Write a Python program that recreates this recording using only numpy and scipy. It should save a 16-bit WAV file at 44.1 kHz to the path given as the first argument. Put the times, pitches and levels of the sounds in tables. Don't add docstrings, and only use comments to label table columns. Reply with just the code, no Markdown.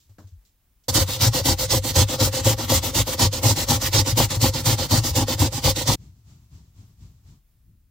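import sys
import numpy as np
from scipy import signal
from scipy.fft import rfft, irfft
from scipy.io import wavfile
from scipy.ndimage import uniform_filter1d

SR = 44100
rng = np.random.default_rng(int(sys.argv[2]) if len(sys.argv) > 2 else 0)


def wav_record(signal):
    frames = np.transpose(np.atleast_2d(signal))
    bounded = np.clip(frames, -1, 1)
    quanta = np.round(bounded * 32767).astype(np.int16)
    wavfile.write(sys.argv[1], SR, quanta)


N = 348390
CUT_IN_S, CUT_OUT_S = .8818, 5.953


def undb(db):
    return np.exp(np.asarray(db) * (np.log(10) / 20))


def level(x, db):
    return x * undb(db) / np.sqrt(np.mean(x ** 2))


def over_hz(points):
    hz, db = np.transpose(points)
    return undb(np.interp(np.log(np.fft.rfftfreq(N, 1 / SR) + 1), np.log(hz), db))


def colour(x, points):
    return level(irfft(rfft(x) * over_hz(points), N), 0)


def bands(x, centres_hz):
    spectrum, octave = rfft(x), np.log2(np.fft.rfftfreq(N, 1 / SR) + 1)
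    return [irfft(spectrum * np.interp(octave, np.log2(centres_hz), one), N)
            for one in np.eye(len(centres_hz))]


def ring(x, modes):
    out = np.zeros(N)
    for k, (hz, width, db) in enumerate(modes):
        mode = signal.lfilter(*signal.iirpeak(hz, hz / width, SR), x)
        out += (-1) ** k * undb(db) * mode / np.sqrt(width)
    return level(out, 0)


def walk(per_s):
    hold = int(SR / per_s)
    return 1.33 * uniform_filter1d(np.repeat(rng.standard_normal(N // hold + 1), hold), hold)[:N]


def clicks(per_s, spread_db):
    bursts = rng.random(N) < per_s / SR
    return bursts * rng.standard_normal(N) * undb(spread_db * rng.standard_normal(N))


# frequency in Hz, gain of the side signal in dB.
SIDE_GAIN = [(100, -19), (700, -14.5), (1400, -4.5), (4400, -4), (8000, 1.5)]
# frequency in Hz, left minus right in dB.
BALANCE = [(200, 2), (2400, 0.55), (4400, -1.5), (15000, -2)]

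def ports(mid, side):
    m, s = rfft(mid), rfft(side) * over_hz(SIDE_GAIN)
    lean = np.sqrt(over_hz(BALANCE))
    return irfft(np.array([(m + s) * lean, (m - s) / lean]), N)


def swings(t, jolts, swell_s, t60):
    out, signs = np.zeros(N), rng.choice([-1, 1], len(jolts))
    following = [jolt[0] for jolt in jolts[1:]] + [t[-1]]
    for (s, db, hz), sign, next_s in zip(jolts, signs, following):
        near = slice(int((s - 2 * swell_s) * SR), int((s + t60) * SR))
        age = t[near] - t[near][0]
        swell = (1 - np.exp(-age / swell_s)) ** 2 * undb(-60 * age / t60)
        stopped = np.clip((next_s - t[near]) / (2 * swell_s), 0, 1)
        envelope = undb(db) * np.sqrt(2) * swell / swell.max() * stopped
        out[near] += sign * envelope * np.sin(2 * np.pi * hz * age)
    return out


# start in seconds, knock in dB, rustle in dB,
# seconds for the rustle to fall 20 dB.
BASKET_TAPS = [(0, -83, -62.5, 0.12), (0.092, -63.5, -71, 0.11), (0.184, -44, -60, 0.12),
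               (0.269, -70, -66, 0.098), (.449, -83, -63, 0.088), (0.836, -86.5, -62, 0.043)]
# time in seconds, level in dB, pitch in Hz.
BASKET_JOLTS = [(.075, -59, 70), (0.113, -46, 99), (0.204, -47, 93), (0.258, -40, 95.5), (0.338, -40, 85),
                (.38, -46, 50)]

def handling(t):
    knock, rustle = np.zeros((2, N))
    for start, knock_db, rustle_db, rustle_s in BASKET_TAPS:
        age = np.maximum(t - start, 0)
        knock += undb(knock_db - 60 * age / 0.18) * (age > 0)
        rustle += undb(rustle_db - 20 * age / rustle_s) * (1 - np.exp(-age / 0.0023))
    # frequency in Hz, relative level in dB.
    wood = [(60, -21.5), (200, 12.0), (400, 4), (700, -1), (1600, -8.0), (5000, -46.0)]
    skin = [(500, -53), (2000, -13), (3600, -1.5), (7500, -1.5), (9500, -18), (15000, -7.5)]
    mid, side = (knock * colour(rng.standard_normal(N), wood)
                 + rustle * colour(clicks(per_s=7900, spread_db=0.5), skin) for _ in range(2))
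    return ports(mid + swings(t, BASKET_JOLTS, swell_s=0.0103, t60=0.14), side)


# frequency in Hz, relative level in dB.
AIR_SPECTRUM = [(20, -5), (44, -0.5), (113, -13), (460, -23.5), (9100, -30.5), (14300, -25), (16000, -22.5)]
# time in seconds, rumble gain in dB, hiss gain in dB.
AIR_GAINS = [(0, -56, -67), (.5, -64.5, -69), (5.96, -64, -69.5), (7.7, -52.5, -69.5), (7.9, -56.5, -72.5)]

def air(t):
    times, rumble_db, hiss_db = np.transpose(AIR_GAINS)
    rumble_gain = undb(np.interp(t, times, rumble_db) + 2.3 * walk(3.4))
    hiss_gain = undb(np.interp(t, times, hiss_db) + .8 * walk(13))
    noises = (bands(colour(rng.standard_normal(N), AIR_SPECTRUM), [100, 400]) for _ in range(2))
    mid, side = (rumble_gain * low + hiss_gain * high for low, high in noises)
    return ports(mid, side)


# grip and release in seconds, hiss in dB,
# rocking of the plate at the catch and at the stop in dB.
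DOWN_STROKES = [(0.942, 1.031, -21.5, -21, -17), (1.208, 1.284, -21, -25, -14.5),
                (1.452, 1.535, -22, -24.5, -21), (1.703, 1.785, -22.5, -30, -18.5),
                (1.956, 2.035, -21.5, -14.5, -15.5), (2.199, 2.284, -22, -16.5, -21.5),
                (2.446, 2.536, -23.5, -13.5, -24), (2.694, 2.787, -22.5, -20.5, -21),
                (2.947, 3.022, -22.5, -25.5, -26), (3.192, 3.273, -22, -29, -17),
                (3.43, 3.525, -23, -20.5, -18.5), (3.685, 3.769, -22.5, -19.5, -20.5),
                (3.931, 4.015, -22.5, -18.5, -17), (4.172, 4.256, -22, -20.5, -24),
                (4.414, 4.493, -22.5, -19.5, -20.5), (4.656, 4.744, -22, -18, -20),
                (4.908, 4.997, -23, -18.5, -17), (5.153, 5.233, -24, -23, -19.5),
                (5.393, 5.476, -24.5, -18, -27.5), (5.64, 5.715, -23, -16.5, -21.5),
                (5.873, 5.946, -22, -25, -25)]
# grip and release in seconds, hiss in dB, rocking at the turn in dB.
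UP_STROKES = [(0.879, 0.905, -23.5, -30.5), (1.076, 1.17, -30.5, -35), (1.334, 1.41, -25, -25),
              (1.586, 1.659, -27, -29.5), (1.838, 1.916, -28.5, -30.5), (2.084, 2.16, -28, -32.5),
              (2.327, 2.408, -28.5, -27), (2.582, 2.656, -30, -32), (2.828, 2.905, -27.5, -32.5),
              (3.069, 3.149, -28.5, -32.5), (3.326, 3.396, -29.5, -32), (3.561, 3.645, -27.5, -32),
              (3.812, 3.887, -26.5, -28.5), (4.059, 4.125, -26.5, -18.5), (4.303, 4.37, -27.5, -21.5),
              (4.537, 4.613, -28, -32), (4.782, 4.863, -27, -34), (5.036, 5.11, -28, -24),
              (5.28, 5.348, -27, -27), (5.523, 5.597, -31.5, -33), (5.759, 5.835, -30, -28.5)]

def strokes():
    # grip and release in seconds, hiss, its change over the stroke and sheet drive
    # over hiss in dB, knock delay in seconds, knock in dB.
    down = [(*row[:3], -1.5, -3.3, 0.028, 4) for row in DOWN_STROKES]
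    up = [(*row[:3], -0.7, -6, 0.014, 5) for row in UP_STROKES]
    return sorted(down + up)


def pressure(t):
    hiss, sheet = np.zeros((2, N))
    for grip, release, hiss_db, fade_db, sheet_db, knock_s, knock_db in strokes():
        near = slice(int((grip - .06) * SR), int((release + .06) * SR))
        s, quarter = t[near], (release - grip) / 4
        bite_db = -2.5 * (1 + np.tanh((grip - s) / 0.00082)) - 5 * np.logaddexp(0, (grip - s) / 0.0058)
        hold_db = hiss_db + fade_db * np.interp(s, [grip + quarter, release - quarter], [-.5, .5])
        let_go_db = -9 * np.logaddexp(0, (s - release) / 0.0063)
        stroke_db = bite_db + hold_db + let_go_db
        hiss[near] += undb(stroke_db)
        rise_db = 0.7 * (grip - CUT_IN_S)
        catch_db = knock_db * np.exp(-((s - grip - knock_s) / .013) ** 2)
        sheet[near] += undb(stroke_db + sheet_db + rise_db + catch_db)
    return hiss, sheet


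def steel(x, t60):
    age = np.arange(int(t60 * SR)) / SR
    tails = rng.standard_normal((len(strokes()), len(age))) * undb(-60 * age / t60)
    turns = [0] + [int(stroke[1] * SR) for stroke in strokes()[:-1]] + [int(CUT_OUT_S * SR)]
    out = np.zeros(N)
    for a, b, tail in zip(turns, turns[1:], tails):
        out[a:b + len(tail) - 1] += signal.fftconvolve(x[a:b], tail / np.sqrt(np.sum(tail ** 2)))
    return out


# frequency in Hz, relative level in dB.
TEAR_SPECTRUM = [(530, -28), (900, -7), (1470, -9.5), (1640, -16.5), (1850, -6.5), (2470, -11.5),
                 (3000, -5.5), (4460, -2.5), (7580, -6.5), (8980, -13), (11400, -15), (15100, -9.5),
                 (16000, -19)]

def tearing(drive, band_gains):
    cells = colour(clicks(per_s=30000, spread_db=0.5), TEAR_SPECTRUM) * drive
    centres_hz = np.geomspace(1000, 14000, len(band_gains))
    tear = sum(gain * band for gain, band in zip(band_gains, bands(cells, centres_hz)))
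    return undb(-0.5) * (tear + 0.5 * steel(tear, t60=.06))


# frequency in Hz, bandwidth in Hz, relative level in dB.
SHEET_MODES = [(245.8, 33, -1.5), (323.8, 52, -2), (435, 110, -9.5), (635, 230, -7), (812.4, 35, -5.5),
               (940, 76, -7), (1175, 95, -16)]

def sheet_ring(drive):
    return level(ring(clicks(per_s=3000, spread_db=3.5) * drive, SHEET_MODES), -32)


# frequency in Hz, bandwidth in Hz, relative level in dB.
BOX_MODE = [(525, 27, 0)]
# time in seconds, gain in dB.
BOX_GAIN = [(1, -32), (5, -37)]

def box_air(t, drive):
    hollow = ring(clicks(per_s=660, spread_db=4.5) * drive, BOX_MODE)
    return hollow * undb(np.interp(t, *np.transpose(BOX_GAIN)))


# frequency in Hz, bandwidth in Hz, relative level in dB.
PLATE_MODES = [(54, 12, -6.5), (74, 25, -2.5), (99.5, 36, 2), (147.7, 48, -3)]

def plate_shake(drive):
    return level(ring(rng.standard_normal(N) * (drive + undb(-42)), PLATE_MODES), -29.5)


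def plate_rock(t, catch_hz=104.6, stop_hz=101.4, turn_hz=97, spread_hz=6.0):
    catches = [(grip + 0.018, db, catch_hz) for grip, _, _, db, _ in DOWN_STROKES]
    stops = [(release - 0.013, db, stop_hz) for _, release, _, _, db in DOWN_STROKES]
    turns = [(release + 0.008, db, turn_hz) for _, release, _, db in UP_STROKES]
    thuds = [(s, db, hz + spread_hz * rng.standard_normal())
             for s, db, hz in sorted(catches + stops + turns)]
    return swings(t, thuds, swell_s=.006, t60=0.2)


def grater(t):
    hiss, sheet = pressure(t)
    tear_drive = hiss * undb(0.91 * walk(70))
    band_gains = [undb(1.4 * walk(25)) * (hiss * undb(25.5) + 1e-4) ** tilt
                  for tilt in np.linspace(-.15, .15, 6)]
    sheet_drive = sheet * undb(2.0 * walk(30))
    box_drive = sheet ** 0.63 * undb(1.7 * walk(22)) * (hiss > undb(-41))
    mid, side = (tearing(tear_drive, band_gains) + sheet_ring(sheet_drive)
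                 + box_air(t, box_drive) + plate_shake(sheet) for _ in range(2))
    shared = steel(mid, t60=0.0017)
    return ports(mid + plate_rock(t), 0.3 * shared + 0.9 * side)


# middle in seconds, rumble in dB, hiss in dB.
FAR_PUSHES = [(6.048, -42.5, -61.5), (6.319, -44.5, -60.5), (6.57, -44, -60.5), (6.81, -44.5, -62),
              (7.05, -43.5, -61.5), (7.31, -45, -62.5), (7.71, -54.5, -89.5)]
# frequency in Hz, relative level in dB.
FAR_RUMBLE_SPECTRUM = [(25, -32), (60, 2), (108, 3), (220, -14), (320, -22.5), (500, -36), (700, -64)]
FAR_HISS_SPECTRUM = [(300, -31), (600, -3.5), (1080, -2.5), (1600, -11), (4500, -5.5), (7500, -5),
                     (9500, -19)]

def far_strokes(t, rise_s=0.042, fall_s=0.08):
    rumble, hiss = np.zeros((2, N))
    for middle, rumble_db, hiss_db in FAR_PUSHES:
        width_s = np.where(t < middle - .02, rise_s, fall_s)
        push = np.exp(-((t - middle + 0.018) / width_s) ** 2)
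        return_before = undb(-10) * np.exp(-((t - middle + 0.13) / 0.05) ** 2)
        rumble += undb(rumble_db) * (push + return_before)
        hiss += undb(hiss_db) * (push + return_before)
    wide = np.array([colour(rng.standard_normal(N), FAR_HISS_SPECTRUM) for _ in range(2)])
    low = ports(rumble * colour(rng.standard_normal(N), FAR_RUMBLE_SPECTRUM), np.zeros(N))
    return (t > CUT_OUT_S) * (low + hiss * wide)


def scene():
    t = np.arange(N) / SR
    gate = np.clip((t - CUT_IN_S) / 0.0026, 0, 1) * np.clip((CUT_OUT_S - t) / 0.0051 + 1, 0, 1)
    grating = gate * grater(t)
    return handling(t) + grating + far_strokes(t) + air(t)


def record(dry, bottom_hz=30., top_hz=15800):
    thin = signal.sosfilt(signal.butter(2, bottom_hz, "high", fs=SR, output="sos"), dry)
    return signal.sosfilt(signal.ellip(10, .2, 75, top_hz, fs=SR, output="sos"), thin)


dry = scene()
out = record(dry)
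wav_record(out)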